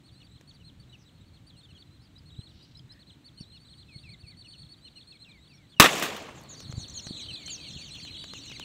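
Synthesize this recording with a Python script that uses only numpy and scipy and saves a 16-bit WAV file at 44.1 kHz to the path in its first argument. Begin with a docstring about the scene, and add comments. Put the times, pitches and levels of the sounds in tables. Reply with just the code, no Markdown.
"""A flock of waders peeps, whistles and squeals over an open marsh, as gliding tones with weak overtones;
light wind nudges the microphone, as lumpy low noise and damped bumps, over a steady distant wash.
A shotgun fires close by, a pulse and noise bursts that overload the recorder; banks and reeds scatter it back.
The flock takes off and calls louder, then draws away; small clicks, short noise bursts heard once before
the shot too, and fine grit sound as the shooter lowers the gun and walks on."""
import sys
import numpy as np
from scipy import signal
from scipy.fft import rfft, irfft
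from scipy.io import wavfile
from scipy.ndimage import uniform_filter1d

SR = 44100
rng = np.random.default_rng(int(sys.argv[2]) if len(sys.argv) > 2 else 0)


def unload_wav(signal):
    """Save mono or channel-first audio to the path in sys.argv[1] as 16-bit WAV at rate SR, clipped to [-1, 1]."""
    wavfile.write(
        sys.argv[1],
        SR,
        np.round(np.clip(np.atleast_2d(signal).T, -1, 1) * 32767).astype(np.int16),
    )


N = 381024
TIME = np.arange(N) / SR
SHOT_S = 5.799


def amp(db):
    """Decibel law: 20 dB is a factor of ten in amplitude."""
    return 10 ** (np.asarray(db) / 20)


def unit(x):
    """Normalization to a root-mean-square value of 1."""
    return x / np.sqrt(np.mean(x ** 2) + 1e-20)


def read(points, hz):
    """Spectral interpolation: straight lines in dB on a logarithmic frequency axis."""
    point_hz, db = np.transpose(points)
    return np.interp(np.log(hz + 1), np.log(point_hz + 1), db)


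def follow(rows, x, axis=1):
    """Linear interpolation of one column of a table against its first column."""
    return np.interp(x, np.array(rows)[:, 0], np.array(rows)[:, axis])


def add(mix, s, sound):
    """Superposition: sums a sound into the mix from time s, cut at the ends of the mix."""
    start = round(s * SR)
    sound = sound[max(-start, 0):]
    part = mix[max(start, 0):][:len(sound)]
    part += sound[:len(part)]


def noise(tone, size):
    """Spectral shaping: white noise weighted by a spectrum, at rms 1."""
    spectrum = rfft(rng.standard_normal(size))
    return unit(irfft(spectrum * amp(read(tone, np.fft.rfftfreq(size, 1 / SR))), size))


def wander(t, per_s):
    """Random modulation: normal values drawn per_s times a second, joined by straight lines."""
    u = (t - t[0]) * per_s
    knots = np.arange(int(u[-1]) + 2)
    return np.interp(u, knots, rng.standard_normal(len(knots)))


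def band(x, lo_hz, hi_hz):
    """Band-pass filtering with a Butterworth response."""
    sos = signal.butter(2, [lo_hz, min(hi_hz, SR / 2 - 1)], "band", fs=SR, output="sos")
    return signal.sosfilt(sos, x)


def progress(length):
    """Normalized time, from 0 to 1 over a call of the given length in seconds."""
    return np.linspace(0, 1, round(max(length, .005) * SR))


# Spectrum of the distant wash: (frequency [Hz], relative level [dB])
WASH_SPECTRUM = [(25, -21), (129, -1.5), (240, -8), (297, -6.5), (400, -17.5), (850, -24), (2800, -25.5),
                 (4100, -24), (5000, -35), (8000, -34.5), (9800, -43.5), (15500, -43.5)]
WASH_DB = -64  # level of its 200 to 1600 Hz band before the shot
SWELL_DB, SWELL_S = 7, .5  # the wash rises after the shot


def air():
    """Broadband background noise: a distant wash, dark with a thin hiss on top."""
    wash = noise(WASH_SPECTRUM, N)
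    wash = wash / np.std(band(wash, 199.4, 1600))
    rise_db = SWELL_DB * np.clip((TIME - SHOT_S) / SWELL_S, 0, 1)
    return wash * amp(WASH_DB + rise_db + .5 * wander(TIME, 26))


# Wind on the microphone, before rumble_db and the lumps: (time [s], level [dB])
WIND_LEVEL = [(0, -59), (.75, -53), (1.7, -58), (2.7, -52.5), (3.2, -60), (4.1, -53), (4.7, -61),
              (5.6, -64), (6.3, -61.5), (6.7, -50.5), (7.5, -54), (8.64, -54)]
# Wind spectrum: (frequency [Hz], relative level [dB])
WIND_SPECTRUM = [(20, -29.5), (45, -6.5), (75, 2), (130, 0.5), (200, -8.5), (320, -29.5), (800, -54),
                 (3000, -92)]
# Soft bumps, before bump_db: (time [s], envelope level [dB], pitch [Hz])
MIC_BUMPS = [(2.393, -30, 115), (3.411, -33.5, 160), (3.964, -36.5, 122), (4.242, -40, 90),
             (6.699, -31, 124), (6.74, -32, 105), (6.781, -24, 110), (7.07, -35.5, 159), (7.11, -29, 225.8),
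             (7.764, -37.5, 166)]
BUMP_CYCLES = 0.4  # a bump dies by 1/e in this many cycles


def wind(rumble_db=-2.0, bump_db=3.5):
    """Amplitude-modulated low noise for the wind, with damped oscillations for the bumps."""
    lumps_db = 3.5 * wander(TIME, 16)
    out = noise(WIND_SPECTRUM, N) * amp(follow(WIND_LEVEL, TIME) + rumble_db + lumps_db)
    t = np.arange(-SR // 16, SR // 16) / SR
    for s, db, hz in MIC_BUMPS:
        envelope = np.exp(-abs(t) * hz / BUMP_CYCLES)
        wave = np.sin(2 * np.pi * (hz * t + rng.random()))
        add(out, s + t[0], amp(db + bump_db) * envelope * wave)
    return out


# Clicks of gun and footsteps, before knock_db and snap_db: (time [s], body level [dB], treble level [dB])
GUN_AND_STEP_CLICKS = [(0.411, -49, -69), (6.604, -39, -59), (6.725, -38, -72), (7.069, -36.5, -74),
                       (7.479, -38.5, -61), (7.952, -44, -61), (8.05, -42, -63), (8.241, -36.5, -61),
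                       (8.336, -34, -61), (8.498, -40, -64.5), (8.516, -40, -64), (8.597, -31, -54)]
# Spectrum of a click's body: (frequency [Hz], relative level [dB])
KNOCK_SPECTRUM = [(100, -23), (400, 5.5), (900, -3.5), (1600, -2.5), (2800, -4.5), (4500, -7), (7000, -7.5),
                  (10000, -29), (15000, -38)]


def clicks(decay=0.0027, snap_decay=0.0027, knock_db=-1.5, snap_db=2.5, grit_db=-66, grit_per_s=45):
    """Impact excitation: decaying knocks with a bright snap, and random grains of grit after the shot."""
    out, t = np.zeros(N), np.arange(SR // 16) / SR
    for s, body_db, treble_db in GUN_AND_STEP_CLICKS:
        knock = amp(body_db + knock_db) * noise(KNOCK_SPECTRUM, len(t)) * np.exp(-t / decay)
        treble = unit(band(rng.standard_normal(len(t)), 5000, 16000))
        snap = amp(treble_db + snap_db) * treble * np.exp(-t / snap_decay)
        add(out, s, knock + snap)
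    grains = (rng.random(N) < grit_per_s / SR) * rng.exponential(1, N) * (TIME > SHOT_S)
    # each grain dies by 1/e in 1.5 ms
    grain_level = signal.lfilter([1], [1, -np.exp(-1 / (.0015 * SR))], grains)
    crackle = grain_level * unit(band(rng.standard_normal(N), 900, 11000))
    return out + amp(grit_db) * crackle


TAPER = .2  # share of a call's length spent fading in and out


def syrinx(hz, second_db, third_db, flutter=0.39, waver=0.0054, drift=0.0124):
    """Harmonic synthesis: a bird tone on a pitch curve, two overtones, random pitch and level modulation."""
    t = np.arange(len(hz)) / SR
    unsteady_hz = hz * (1 + waver * wander(t, 160) + drift * wander(t, 66.1))
    phase = 2 * np.pi * np.cumsum(unsteady_hz) / SR
    octave = amp(second_db) * np.sin(2 * phase) * np.exp(0.2 * wander(t, 70))
    third = amp(third_db) * np.sin(3 * phase) * (3 * hz < SR / 2)
    shape = signal.windows.tukey(len(t), TAPER) * np.exp(flutter * wander(t, 130))
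    return unit((np.sin(phase) + octave + third) * shape)


def peep(rise, fall, top_hz, second_db, dip=0, swell_db=4, purer_db=10):
    """Frequency glide: pitch climbs as the call swells, perhaps in two humps, then drops as the octave fades."""
    t = np.arange(-rise, 1.15 * fall, 1 / SR)
    before, after = np.maximum(-t / rise, 0), np.maximum(t / fall, 0)
    sag = .1 * before ** 1.6 + .27 * after ** 1.8
    sag = sag + dip * np.sin(2 * np.pi * before) * np.sin(np.pi * before)
    octave_db = second_db + swell_db * before - purer_db * after
    return unit(syrinx(top_hz * (1 - sag), octave_db, -42.0) * amp(-swell_db * before))


SQUEAL_S, SQUEAL_DROP = 0.078, .31  # length of a near squeal; share of the pitch that any squeal loses


def squeal(length, first_hz, trill_hz, rate_hz=150, swell_db=7):
    """Frequency modulation: a high note sags, then plunges, under a fast, uneven trill that makes it raspy."""
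    u = progress(length)
    t = np.arange(len(u)) / SR
    hz = first_hz * (1 - SQUEAL_DROP * (u + u ** 4) / 2)
    trill = np.sin(2 * np.pi * rate_hz * t + 2.2 * wander(t, 83.4)) + .5 * wander(t, 945)
    return unit(syrinx(hz + trill_hz * trill, -36, -50, flutter=0.32) * amp(swell_db * np.sin(np.pi * u)))


def hoarse(call, per_s=420):
    """Amplitude modulation: an alarmed voice breaks up into a fast, uneven flutter."""
    return unit(call * np.exp(.5 * wander(np.arange(len(call)) / SR, per_s)))


# Far flock, growing restless before the shot: (time [s], level of the loudest peeps [dB], call rate [1/s])
FAR_CHATTER = [(0, -66, 8.34), (1.7, -64.5, 8.3), (2.8, -73, 5.5), (3.7, -59.5, 17.6), (5, -60.5, 23.7),
               (5.7, -64, 14)]
# silent for STARTLE_S after the shot, then the flock rallies to a din
STARTLE_S, RALLY_S, ALARM_DB, ALARM_PER_S = .51, .4, -47.5, 100
LEAVE_S, LEAVE_DB_PER_S = 7.2, 1.5  # once airborne, the flock draws away


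def far_birds(spread_db=13):
    """Random superposition: many calls at a varying rate; after the shot some squeal or chirp hoarsely."""
    out = np.zeros(N)
    alarm = 1 - np.exp(-np.maximum(TIME - SHOT_S - STARTLE_S, 0) / RALLY_S)
    calm = (1 - alarm) * ((TIME < SHOT_S) | (alarm > 0))
    calls_per_s = calm * follow(FAR_CHATTER, TIME, axis=2) + alarm * ALARM_PER_S
    calls = np.cumsum(calls_per_s) / SR
    alarm_db = ALARM_DB - LEAVE_DB_PER_S * np.maximum(TIME - LEAVE_S, 0)
    level_db = (1 - alarm) * follow(FAR_CHATTER, TIME) + alarm * alarm_db
    for k, (when, kind, long, high, loud) in enumerate(rng.random((int(calls[-1]), 5))):
        s = np.interp(k + when, calls, TIME)
        # low chirps take over as the flock gets airborne
        chirp_share = np.interp(s, [7, 7.7], [.24, .66])
        if s > SHOT_S and kind < .16:
            call = amp(-8.0) * squeal(0.037 + 0.039 * long, 6100 + 2000 * high, 70)
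        elif s > SHOT_S and kind < chirp_share:
            chirp = peep(0.00604 + 0.018 * long, 0.02 + 0.036 * long, 2900 + 1000 * high, -9.5)
            call = amp(-4.0) * hoarse(chirp)
        else:
            octave_db = -19.5 if s > SHOT_S else -14.5
            call = peep(0.023 + 0.046 * long, 0.016 + 0.016 * long, 3920 + 740 * high, octave_db)
        call_db = np.interp(s, TIME, level_db) + spread_db * (loud - 1)
        add(out, s - .015, amp(call_db) * call)
    return out


HOOT_S, HOOT_LENGTH_S, HOOT_HZ, HOOT_DB = 2.86, 0.19, 1800, -71.5


def hoot(width_hz=130):
    """Narrow-band noise: a faint, breathy note from far away."""
    u = progress(HOOT_LENGTH_S)
    breath = band(rng.standard_normal(len(u)), HOOT_HZ - width_hz, HOOT_HZ + width_hz)
    out = np.zeros(N)
    add(out, HOOT_S, amp(HOOT_DB) * unit(breath * np.sin(np.pi * u)))
    return out


# Resonances of the harsh call: (frequency [Hz], relative level [dB])
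THROAT_RESONANCES = [(1500, -40), (2600, -11), (2950, -5), (3300, -9), (4200, -3), (4900, -10), (5700, -10),
                     (6500, -25), (10000, -40)]
RASP_S, RASP_LENGTH_S, RASP_DB, RASP_EDGE_DB = 2.48, 0.3, -64, -11


def rasp():
    """Resonance: fluttering noise shaped by a bird's throat swells and fades in an arch."""
    u = 2 * (TIME - RASP_S) / RASP_LENGTH_S - 1
    level_db = RASP_DB + RASP_EDGE_DB * np.minimum(u ** 2, 1) + 3.4 * wander(TIME, 150)
    return noise(THROAT_RESONANCES, N) * amp(level_db) * (abs(u) < 1)


def whistle(hz):
    """Harmonic synthesis: a smooth, low tone on a pitch curve, with a clear octave."""
    return syrinx(hz, -19.5, -29.5, flutter=0.14, waver=0.003, drift=0.002)


# Short, low chips: (time [s], top pitch [Hz], level [dB])
LOW_CHIPS = [(0.201, 2960, -62), (0.598, 3010, -64), (0.926, 2980, -56), (1.631, 3670, -58.5),
             (1.686, 3010, -62.5), (1.748, 3310, -58), (3.378, 3060, -63), (3.54, 2970, -61.4),
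             (4.443, 2960, -56.5), (4.527, 3100, -57.5), (4.85, 3050, -57.5), (4.957, 2970, -57.5),
             (5.719, 3500, -60.5), (5.764, 2900, -54.5), (6.969, 3180, -51), (7.283, 3110, -42.5),
             (7.479, 3100, -44.5), (7.935, 3473, -50), (7.973, 2800, -53.5), (8.143, 3330, -46.5),
             (8.186, 3440, -49.5), (8.346, 2870, -50), (8.607, 3070, -46)]
CHIP_S, CHIP_DROP = .034, 0.31
# Long whistles: (time [s], length [s], first pitch [Hz], level [dB])
SLIDING_WHISTLES = [(1.513, 0.07, 3410, -68), (3.88, 0.086, 2640, -60), (4.034, 0.066, 2740, -57.1),
                    (4.097, 0.06, 2530, -60.5), (4.231, 0.059, 2740, -63), (4.292, 0.054, 2460, -64.5),
                    (5.117, 0.053, 2700, -62.5), (5.248, 0.068, 2810, -60), (5.305, 0.097, 2480, -64),
                    (5.497, 0.06, 2740, -65), (5.568, 0.1, 2410, -70.5), (7.167, 0.075, 2650, -59.5),
                    (7.31, 0.17, 2640, -58), (7.546, 0.14, 2740, -57.5), (7.626, 0.082, 3240, -55),
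                    (7.785, 0.059, 2730, -56.5)]
WHISTLE_DROP = .19


def low_calls():
    """Frequency glides: chips bend over and drop, whistles slide and level off; both hoarse after the shot."""
    calls = []
    for s, hz, db in LOW_CHIPS:
        calls.append((s, db, hz * (1 - CHIP_DROP * (progress(CHIP_S) - .25) ** 2)))
    for s, length, hz, db in SLIDING_WHISTLES:
        slide = np.sin(np.pi / 2 * progress(length)) ** 2
        calls.append((s, db, hz * (1 - WHISTLE_DROP * slide)))
    out = np.zeros(N)
    for s, db, pitch in calls:
        call = whistle(pitch)
        add(out, s, amp(db) * (hoarse(call) if s > SHOT_S else call))
    return out


# High falling squeals, before squeal_db: (time [s], first pitch [Hz], level [dB])
FALLING_SQUEALS = [(0.482, 6860, -79), (0.974, 6200, -72.5), (6.347, 7400, -62.5), (6.485, 7180, -51.5),
                   (6.566, 6720, -58.5), (6.763, 7200, -53.5), (6.935, 7000, -46), (7.014, 7160, -54),
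                   (7.159, 7180, -55.5), (7.493, 7320, -44), (7.669, 6800, -58.5), (7.755, 7300, -59.9),
                   (7.83, 7100, -61.1), (7.951, 6730, -61), (8.339, 7160, -56), (8.432, 7100, -57.5)]
# The harder a squeal is pushed, the cleaner it is: (level before squeal_db [dB], trill depth [Hz])
TRILL_DEPTH = [(-61, 500), (-45, 90)]
# Quick upward squeaks: (time [s], level [dB])
RISING_SQUEAKS = [(6.71, -51.5), (6.88, -51), (6.897, -46.5), (7.46, -43)]
SQUEAK_S, SQUEAK_FROM_HZ, SQUEAK_TO_HZ = 0.0118, 5800, 8000


def high_calls(squeal_db=2):
    """Frequency glides in opposite directions: falling squeals and quick upward squeaks."""
    out = np.zeros(N)
    for s, first_hz, db in FALLING_SQUEALS:
        call = squeal(SQUEAL_S, first_hz, follow(TRILL_DEPTH, db))
        add(out, s, amp(db + squeal_db) * call)
    rising_hz = SQUEAK_FROM_HZ + (SQUEAK_TO_HZ - SQUEAK_FROM_HZ) * progress(SQUEAK_S) ** 1.45
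    for s, db in RISING_SQUEAKS:
        add(out, s, amp(db) * syrinx(rising_hz, -32.0, -52, flutter=0.61))
    return out


def yelp(rise, hold, high_hz):
    """Register break: a rising tone snaps up by about a third, holds, and snaps down to a short, lower tail."""
    t = np.arange(-rise, hold, 1 / SR)
    u = t / hold
    low, high, tail = .82 + .08 * t / rise, 1 - .2 * (u - .25) ** 2, .82 - .24 * u
    ratio = np.select([t < 0, u < .75], [low, high], tail)
    swell = np.interp(t, [-rise, -rise / 2], [.3, 1])
    return unit(swell * syrinx(high_hz * uniform_filter1d(ratio, size=40), -22.5, -40))


# Arched peeps: (time of the top [s], rise [s], top pitch [Hz], level [dB])
ARCHED_PEEPS = [(0.073, 0.04, 4470, -63), (0.2, 0.065, 4240, -63.6), (0.251, 0.027, 4590, -64),
                (0.362, 0.053, 4120, -64), (0.492, 0.019, 4530, -57.5), (0.549, 0.016, 4700, -64),
                (0.677, 0.049, 4220, -58), (0.815, 0.021, 4620, -63), (0.92, 0.029, 4120, -64),
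                (1.073, 0.025, 4020, -64.5), (1.222, 0.025, 3900, -67.5), (1.353, 0.022, 4300, -65),
                (1.484, 0.02, 4650, -59.5), (1.595, 0.032, 4300, -60), (1.709, 0.021, 4350, -65.5),
                (1.804, 0.032, 4520, -58.5), (1.955, 0.05, 4220, -68), (2.284, 0.031, 4380, -60.5),
                (2.334, 0.037, 3910, -61), (2.395, 0.037, 4060, -58), (2.456, 0.065, 4310, -58),
                (2.495, 0.022, 4070, -63.5), (3.011, 0.021, 4390, -60), (3.085, 0.019, 4200, -58),
                (3.122, 0.028, 4160, -63.5), (3.269, 0.027, 4540, -55.5), (3.42, 0.049, 4580, -52.7),
                (3.558, 0.044, 4370, -56.5), (3.673, 0.024, 4160, -60.5), (3.717, 0.027, 4360, -57),
                (3.809, 0.032, 4280, -57), (5.302, 0.022, 4200, -59.2), (5.457, 0.04, 4410, -64),
                (5.719, 0.037, 4290, -66), (6.441, 0.023, 4520, -63), (6.581, 0.039, 4620, -53.5),
                (6.645, 0.036, 4440, -57), (6.695, 0.06, 4270, -54.5), (6.827, 0.06, 4330, -49),
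                (6.973, 0.026, 4380, -46.5), (7.112, 0.073, 4380, -49.5), (7.181, 0.051, 4200, -47),
                (7.225, 0.053, 4120, -49), (7.341, 0.037, 4180, -43.5), (7.501, 0.05, 4350, -46.5),
                (7.628, 0.044, 4100, -53), (7.688, 0.022, 4384, -48), (7.946, 0.042, 4260, -48.9),
                (8.128, 0.065, 4220, -50.5), (8.233, 0.074, 4660, -52), (8.322, 0.046, 4190, -49),
                (8.334, 0.063, 4460, -61)]
PEEP_FALL_S = 0.025
# Louder peeps are purer: (call level [dB], octave level [dB]); its rows are not in order of level,
# so the lookup makes a step: -16.5 dB for calls above -63 dB, -14 dB for the rest
PEEP_OCTAVE = [(-58.5, -14), (-65, -22), (-63, -16.5)]
# One near bird repeats a two-humped peep, about eight a second: (time of the top [s], top pitch [Hz])
TWITTER_PEEPS = [(3.97, 4470), (4.126, 4490), (4.303, 4600), (4.407, 4610), (4.52, 4516), (4.616, 4520),
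                 (4.726, 4520), (4.869, 4370), (4.994, 4440), (5.109, 4370), (5.229, 4260)]
TWITTER_DB, TWITTER_RISE_S, TWITTER_FALL_S, TWITTER_DIP = -54, .04, .022, .032
# Calls that break upward: (time of the break [s], length after it [s], high pitch [Hz], level [dB])
BREAKING_YELPS = [(2.02, 0.045, 5230, -70), (2.182, 0.016, 5020, -59), (2.627, 0.032, 4920, -61.5),
                  (2.773, 0.029, 5160, -55.5), (2.922, 0.021, 5140, -55), (3.409, 0.018, 5570, -56),
                  (3.562, .013, 5400, -66), (5.536, 0.06, 5580, -65.5)]
YELP_RISE_S = .032


def near_peeps():
    """Superposition of the gliding peeps, twitters and yelps that stand out from the flock."""
    out = np.zeros(N)
    for s, rise, top_hz, db in ARCHED_PEEPS:
        second_db = follow(PEEP_OCTAVE, db) + 2 * rng.standard_normal()
        add(out, s - rise, amp(db) * peep(rise, PEEP_FALL_S, top_hz, second_db))
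    for s, top_hz in TWITTER_PEEPS:
        second_db = follow(PEEP_OCTAVE, TWITTER_DB)
        call = peep(TWITTER_RISE_S, TWITTER_FALL_S, top_hz, second_db, TWITTER_DIP)
        add(out, s - TWITTER_RISE_S, amp(TWITTER_DB) * call)
    for s, hold, high_hz, db in BREAKING_YELPS:
        add(out, s - YELP_RISE_S, amp(db) * yelp(YELP_RISE_S, hold, high_hz))
    return out


def near_birds():
    """Superposition of all the calls that stand out from the flock."""
    return near_peeps() + low_calls() + high_calls() + rasp() + hoot()


NEAR_T60, FAR_T60 = .18, .38  # time for the tail of a near or far call to fall by 60 dB [s]


def marsh(x, wet_db, t60):
    """Reverberation: convolution with decaying noise for the faint, short tail from water and reeds."""
    t = np.arange(SR // 2) / SR
    tail = rng.standard_normal(len(t)) * amp(-60 * t / t60) * (t > .004)
    return x + amp(wet_db) * signal.fftconvolve(x, tail / np.linalg.norm(tail))[:N]


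# Lone late crackles in the roll of the shot: (time [s], level before decay [dB])
LONE_CRACKLES = [(6.166, -47), (6.179, -46), (6.198, -52), (6.225, -44.5), (6.4, -56), (6.414, -50),
                 (6.437, -49)]
SPATTER_DB, SPATTER_DB_PER_S = -43, 45
SPATTER_END_S, SPATTER_END_DB_PER_S = 0.34, 200  # the extra, faster decay
FLARE_DB, FLARE_DELAY_S, FLARE_WIDTH_S = -42, 0.2, 0.0074  # flare with the echo off the bank


def spatter(per_s=1300, spread_db=5.0):
    """Random impulse train: tiny ticks of very unequal size die away after the shot; a few stand alone."""
    ticks = (rng.random(N) < per_s / SR) * amp(spread_db * np.minimum(rng.exponential(1, N), 4))
    t, age = np.arange(1000) / SR, np.maximum(TIME - SHOT_S, 0)
    # each tick dies by 1/e in 0.4 ms
    spray = signal.lfilter([1], [1, -np.exp(-1 / (.0004 * SR))], ticks) * rng.standard_normal(N)
    late_fall_db = SPATTER_END_DB_PER_S * np.maximum(age - SPATTER_END_S, 0)
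    level = amp(SPATTER_DB - SPATTER_DB_PER_S * age - late_fall_db)
    level = level + amp(FLARE_DB) * np.exp(-((age - FLARE_DELAY_S) / FLARE_WIDTH_S) ** 2)
    out = unit(band(spray, 3500, 15000)) * level * (age > 0)
    for s, db in LONE_CRACKLES:
        crackle = unit(band(rng.standard_normal(len(t)), 2800, 14000)) * np.exp(-t / 0.00099)
        add(out, s, amp(db) * crackle)
    return out


# sound scattered by the marsh thins slowly out to the far bank, then quickly; a faint rumble lingers
SCATTER_DB, NEAR_DB_PER_S, BANK_S, FAR_DB_PER_S = -27.5, 18.5, 0.23, 50
LINGER_DB = -57.5


def scatter_db(t):
    """Energy addition: two-slope decay plus a constant remnant, t seconds after the shot."""
    near_db = NEAR_DB_PER_S * np.minimum(t, BANK_S)
    far_db = FAR_DB_PER_S * np.maximum(t - BANK_S, 0)
    return 10 * np.log10(amp(SCATTER_DB - near_db - far_db) ** 2 + amp(LINGER_DB) ** 2)


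# Spectrum of the roll at its source: (frequency [Hz], relative level [dB])
ROLL_SPECTRUM = [(24, -62.5), (40, -31), (130, -9.5), (185, -2), (686, -0.5), (881, -4.5), (1130, -1),
                 (1310, -5.5), (3140, -4.5), (4920, -13.5), (7160, -11.5), (10100, -26.5), (15500, -28)]


def roll(t, dulling_db, knee_hz, grain_db, lumps_db):
    """Diffuse scattering: decaying noise with random spectral lumps and treble loss that grows with travel."""
    scattered = noise(ROLL_SPECTRUM, len(t)) * amp(scatter_db(t) + grain_db * wander(t, 220))
    hz, age, z = signal.stft(scattered, SR, nperseg=512)
    # each clump of reeds colours its own echo
    lumps = uniform_filter1d(rng.standard_normal(z.shape), size=7, axis=0)
    lumps = unit(uniform_filter1d(lumps, size=3, axis=1))
    # late echoes have travelled far and lost their treble
    octaves = np.log2(1 + (hz[:, None] / knee_hz) ** 2) / 2
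    loss_db = dulling_db * np.maximum(age - .22, 0) * octaves
    z = z * amp(lumps_db * lumps - loss_db)
    return signal.istft(z, SR, nperseg=512)[1][:len(t)]


# Blast and its echoes off ground and banks: (delay [s], level before softening [dB], time to fall by 1/e [s])
BLAST_ECHOES = [(0, 3, 0.0075), (.008, -14, 0.025), (.022, -8.5, 0.014), (.042, -10, 0.019),
                (0.061, -11.5, .006), (.226, -24, 0.024), (0.366, -37.5, 0.0078)]
# Spectrum of the blast: (frequency [Hz], relative level [dB])
BLAST_SPECTRUM = [(24, -49), (40, -24), (253, -3.5), (368, -6), (562, -8), (903, -11), (1210, -2),
                  (1650, -7.5), (1950, -3), (2270, -14.5), (2510, -2.5), (3060, -8), (3560, -3.5),
                  (4570, -14.5), (7160, -13), (10100, -20.5), (15500, -17.5)]


def blast(t):
    """Pressure pulse and discrete reflections: a sharp pulse, and noise whose echo powers add."""
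    power = 0
    for delay, db, decay in BLAST_ECHOES:
        fade_s = np.where(t < delay, .001, decay)
        power = power + amp(db) ** 2 * np.exp(-2 * abs(t - delay) / fade_s)
    push, push_s = 1.2, .00095
    pulse = push * (1 - t / push_s) * np.exp(-t / push_s)
    burst = np.sqrt(power) * noise(BLAST_SPECTRUM, len(t)) - pulse
    # echoes off the nearby mud soften quickly; the distinct late ones stay crisp
    soft = signal.sosfilt(signal.butter(1, 3200, fs=SR, output="sos"), burst)
    sharp = np.where(t < .2, np.exp(-t / 0.041), 1)
    return sharp * burst + (1 - sharp) * amp(2.0) * soft


def boom(t, boom_db=-24, boom_s=.02):
    """Exponential decay of a low noise band beneath the blast."""
    return amp(boom_db) * unit(band(rng.standard_normal(len(t)), 35, 260)) * np.exp(-t / boom_s)


def shot(dulling_db=11, knee_hz=900, grain_db=2, lumps_db=2):
    """Superposition of direct blast with close echoes, low boom, and a long roll that dulls with distance."""
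    t = np.arange(2 * SR) / SR
    out = np.zeros(N)
    add(out, SHOT_S, blast(t) + boom(t) + roll(t, dulling_db, knee_hz, grain_db, lumps_db))
    return out


def scene():
    """Linear superposition of the reverberant birds, the shot, the wash, the wind and the clicks."""
    near = marsh(near_birds(), wet_db=-15.5, t60=NEAR_T60)
    far = marsh(far_birds(), wet_db=-9.5, t60=FAR_T60)
    return (near + far + shot() + spatter() + air() + wind() + clicks())[None]


EDGE_HZ = 15750  # upper band limit


def record(dry):
    """Nonlinear overload, then band limiting: peaks clip flat before a linear-phase low-pass filter."""
    clipped = np.clip(dry, -.93, .93)
    lowpass = signal.firwin(401, EDGE_HZ, window=("kaiser", 8), fs=SR)
    return signal.oaconvolve(clipped, lowpass[None], "same")


dry = scene()
out = record(dry)
unload_wav(out)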